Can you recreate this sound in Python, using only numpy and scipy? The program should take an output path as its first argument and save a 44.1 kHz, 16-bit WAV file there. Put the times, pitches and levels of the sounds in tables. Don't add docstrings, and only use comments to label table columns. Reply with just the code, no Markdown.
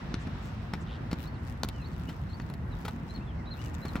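import sys
import numpy as np
from scipy import signal
from scipy.io import wavfile

SR = 44100
rng = np.random.default_rng(int(sys.argv[2]) if len(sys.argv) > 2 else 0)


def bounce(signal):
    frames = np.transpose(np.atleast_2d(signal))
    limited = np.clip(frames, -1, 1)
    pcm = np.round(limited * 32767).astype(np.int16)
    wavfile.write(sys.argv[1], SR, pcm)


N = 176400
TIME = np.arange(N) / SR

# (time [s], contact decay time [s], thump level [dB], knock level [dB], crack level [dB], tick level [dB])
IMPACTS = [(0.141, 0.002, -15.5, -34, -26.5, -74), (0.2706, 0.0039, -22, -40, -46, -70),
           (0.7351, 0.0035, -23, -28, -33.5, -50), (0.751, 0.0032, -23.5, -46, -47, -64),
           (1.112, 0.0047, -31, -40, -37.5, -56), (1.129, 0.0028, -13.5, -29.5, -31.5, -51),
           (1.6332, 0.0012, -23.5, -22, -17.5, -34), (1.647, 0.002, -20.5, -35.5, -41, -45),
           (1.687, 0.0019, -26, -38, -29.5, -38.5), (2.0864, 0.015, -22.5, -42.5, -46, -58.5),
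           (2.399, 0.0017, -27, -31.5, -39.5, -76), (2.499, 0.0028, -27.5, -39, -49.5, -53),
           (2.538, 0.003, -53, -51, -45.5, -53), (2.849, 0.0081, -24.5, -35, -40, -51),
           (2.879, 0.0066, -51, -33, -39, -49.5), (3.851, 0.007, -18.5, -35.5, -46, -56),
           (3.9548, 0.002, -13, -25.5, -48, -49), (3.9587, 0.01, -28, -37, -44, -58)]


def from_db(db):
    return 10 ** (np.asarray(db) / 20)


def unit_rms(x):
    return x / np.sqrt(np.mean(x ** 2) + 1e-20)


def at_hz(points, hz):
    freqs, values = np.transpose(points)
    return np.interp(np.log(hz), np.log(freqs), values)


def envelope(rows):
    return from_db(np.interp(TIME, *np.transpose(rows)))


def swells(rows):
    return sum(from_db(db) * np.exp(-(2 * (TIME - s) / width) ** 2) for s, width, db in rows)


def pan(db):
    return from_db(np.array([[db], [-db]]) / 2)


def band(x, edges):
    sos = signal.butter(2, np.clip(edges, 10, SR * .45), "band", fs=SR, output="sos")
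    return signal.sosfilt(sos, x + 1e-18)


def drift(corner_hz):
    step, settle = 40, 2000
    pole = np.exp(-2 * np.pi * corner_hz * step / SR)
    noise = rng.standard_normal(N // step + settle + 2)
    slow = signal.lfilter([1], [1, -2 * pole, pole * pole], noise)[settle:]
    return np.interp(np.arange(N) / step, np.arange(len(slow)), unit_rms(slow))


def coloured(spectrum, flicker_db):
    # (frequency [Hz], correlation [1])
    coherence = [(130, .96), (280, 0.87), (600, 0.15), (3100, 0), (9000, 0)]
    out, edges = 0, 22 * 2 ** np.arange(0, 10, .5)
    drive = rng.standard_normal((2, 2, N))
    for k, (low, high) in enumerate(zip(edges, edges[1:])):
        hz = np.sqrt(low * high)
        if hz > spectrum[0][0] / 2:
            mid, side = band(drive[k % 2], (low, high))
            alike = np.clip(at_hz(coherence, hz), -1, 1)
            gain = from_db(at_hz(spectrum, hz) + flicker_db * drift(10))
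            out = out + gain * (np.sqrt(1 + alike) * mid + np.sqrt(1 - alike) * side * [[1], [-1]])
    return unit_rms(out)


def resonator(x, hz, t60):
    r, w = from_db(-60 / (t60 * SR)), 2 * np.pi * hz / SR
    return signal.lfilter([0, np.sin(w)], [1, -2 * r * np.cos(w), r * r], x + 1e-18)


def scatter(x, t60):
    tail = rng.standard_normal((2, SR // 2)) * from_db(-60 * TIME[:SR // 2] / t60)
    return signal.fftconvolve(x[None], tail / np.sqrt(np.sum(tail ** 2) / 2), axes=1)[:, :N]


def air():
    # (frequency [Hz], relative spectral density [dB])
    rumble_spectrum = [(30, -20.5), (58, 2.5), (135, -2.5), (180, -3), (240, -10), (420, -25), (900, -23),
                       (3000, -42.5), (4200, -42), (8300, -60.5), (16000, -58.5)]
    leaf_spectrum = [(1500, 21.5), (4200, 16), (6500, -5.5), (9500, -31)]
    # (time [s], level [dB])
    leaf_levels = [(.4, -54), (4, -100)]
    leaves = envelope(leaf_levels) * coloured(leaf_spectrum, flicker_db=.6)
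    return from_db(-37) * coloured(rumble_spectrum, flicker_db=2) + leaves


def birds():
    # (delay [s], middle frequency [Hz], glide [Hz], arch [Hz], level [dB])
    rising_call = [(0, 4100, 0, 100, -7), (.034, 4400, 700, 600, 0), (.113, 4150, -1400, 100, -9)]
    falling_call = [(0, 4124, 54, 255, -4.5), (.05, 4270, -650, 390, 0.5)]
    # (time [s], frequency shift [Hz], level [dB])
    rising_times = [(1.222, -34, -57.5), (1.806, 0, -54.5), (2.287, 114, -54.5)]
    falling_times = [(3.091, 7, -50.5), (3.456, -150, -47.5), (3.815, -24, -52)]
    # (time [s], duration [s], middle frequency [Hz], glide [Hz], level [dB])
    whistles = [(1.721, .14, 2820, -900, -59), (2.059, 0.062, 2990, 654, -55.5),
                (2.709, 0.037, 3950, -550, -57), (3.196, 0.044, 2660, 400, -60.5),
                (3.267, 0.065, 3260, -900, -60), (3.373, 0.055, 2100, -450, -60.5),
                (3.564, 0.068, 2860, 600, -58.5), (3.63, 0.061, 2890, -550, -56.5)]
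    call_note_s, whistle_arch_hz = .044, 180
    notes = [(s, length, hz, glide, whistle_arch_hz, db) for s, length, hz, glide, db in whistles]
    for call, times in ((rising_call, rising_times), (falling_call, falling_times)):
        notes += [(s + delay, call_note_s, hz + shift, glide, arch, db + note_db)
                  for s, shift, db in times for delay, hz, glide, arch, note_db in call]
    song = np.zeros(N)
    for s, length, middle, glide, arch, db in notes:
        start, progress = int(s * SR), np.linspace(0, 1, int(length * SR))
        hz = middle + glide * (progress - .5) - arch * (2 * progress - 1) ** 2
        amplitude = from_db(db) * np.sqrt(2) * np.sin(np.pi * progress ** .8)
        note = amplitude * np.sin(2 * np.pi * np.cumsum(hz) / SR)
        song[start:start + len(note)] += note[:N - start]
    song *= 1 + .45 * drift(120)
    return song + from_db(-9) * scatter(song, t60=.2)


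def rolling():
    # (time [s], level [dB])
    roll_levels = [(0, -49), (.7, -52.5), (1.0, -49.5), (1.55, -52.5), (2.6, -54), (2.9, -52.5),
                   (3.3, -53.5), (4, -47)]
    # (frequency [Hz], relative spectral density [dB])
    roll_spectrum = [(300, 2.5), (1000, 1.5), (2100, -1), (3100, -29), (9000, -64)]
    return envelope(roll_levels) * coloured(roll_spectrum, flicker_db=.7)


def rattle(per_s, uneven_db):
    decay_s, spread_db = .0013, 2.5
    gaps, sizes = rng.standard_normal((2, int(per_s * N / SR)))
    onsets = (np.cumsum(from_db(uneven_db * gaps)) / per_s * SR).astype(int)
    ticks = np.zeros(N)
    ticks[onsets[onsets < N]] = from_db(spread_db * np.clip(sizes[onsets < N], -2, 2))
    ticks = signal.lfilter([1], [1, -np.exp(-1 / (decay_s * SR))], ticks + 1e-18)
    return ticks / ticks.mean()


def scuffs():
    # (centre time [s], width [s], level [dB])
    pushes = [(.48, 0.17, -72), (1.218, 0.089, -52.5), (1.479, 0.1, -59.5), (2.0, 0.61, -66),
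              (2.42, 0.2, -68.5), (2.853, 0.19, -62.5), (3.125, 0.14, -64), (3.631, 0.14, -56.5),
              (3.75, 0.014, -50.5), (3.887, 0.22, -60)]
    swishes = [(.22, 0.047, -65), (.46, .09, -67.5), (.82, .03, -65)]
    # (frequency [Hz], relative spectral density [dB])
    scuff_spectrum = [(3000, 5), (4800, -1), (6800, -1.5), (8800, -16), (12500, -4), (15500, -8)]
    swell, smooth_share = swells(pushes), .4
    bearings = swell * unit_rms(smooth_share + (1 - smooth_share) * rattle(per_s=127, uneven_db=1))
    grit = from_db(-73) * unit_rms(np.sqrt(swell) * rattle(per_s=35, uneven_db=5))
    swish = swells(swishes) * unit_rms(band(rng.standard_normal(N), (5300, 8000)))
    return pan(8.5) * ((bearings + grit) * coloured(scuff_spectrum, flicker_db=2.5) + swish)


def judder():
    start_s, length_s, slips_per_s = .861, .12, 110
    progress = np.clip((TIME - start_s) / length_s, 0, 1)
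    arch = np.sqrt(np.abs(np.sin(np.pi * progress)))
    slips = .5 + .4 * np.sin(2 * np.pi * slips_per_s * TIME)
    return from_db(-50) * arch * slips * unit_rms(band(rng.standard_normal(N), (2670, 3830)))


def contacts(levels_db, edges):
    force = np.zeros(N)
    for (s, decay_s, *_), db in zip(IMPACTS, levels_db):
        start = int(s * SR)
        age = TIME[:N - start] / decay_s
        force[start:] += from_db(db) * np.exp(-np.minimum(age, 20)) * np.minimum(age * 2, 1)
    bandwidth_gain = np.sqrt(SR / 2 / (edges[1] - edges[0]))
    return bandwidth_gain * band(force * rng.choice([-1., 1.], N), edges)


def clacks():
    # (frequency [Hz], relative level [dB])
    modes = [(1470, 13.5), (2650, 6.5), (3570, -2), (4340, -5)]
    ring_t60_s, ring_db, echo_s, right_lag_s = .013, -14.5, .0095, .00003
    times, _, thump_db, knock_db, crack_db, tick_db = np.transpose(IMPACTS)
    impulses = np.zeros(N)
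    impulses[(times * SR).astype(int)] = from_db(thump_db)
    thump = resonator(impulses, hz=228.5, t60=.018)
    thump = signal.lfilter(*signal.butter(1, 480, fs=SR), thump)
    hit = contacts(knock_db, (428, 2050)) + contacts(crack_db, (2230, 4760))
    tick = contacts(tick_db, (5600, 15900))
    peak_norm = 2 * np.log(1000) / (ring_t60_s * SR)
    hit = hit + peak_norm * sum(from_db(db + ring_db) * resonator(hit, hz, ring_t60_s) for hz, db in modes)
    hit = hit + from_db(-12.5) * np.interp(TIME - echo_s, TIME, hit)
    early = from_db(-11) * scatter(hit + tick, t60=.047)
    tail = from_db(-21) * scatter(hit + tick, t60=.16)
    stereo_hit = np.array([hit, np.interp(TIME - right_lag_s, TIME, hit)])
    return thump + pan(2.5) * (stereo_hit + early + tail) + pan(11.5) * tick


def scene():
    return clacks() + rolling() + scuffs() + judder() + birds() + air()


def record(dry):
    dry = signal.sosfilt(signal.butter(4, 32, "high", fs=SR, output="sos"), dry)
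    return signal.sosfilt(signal.ellip(10, .1, 80, 15950, fs=SR, output="sos"), dry)


dry = scene()
out = record(dry)
bounce(out)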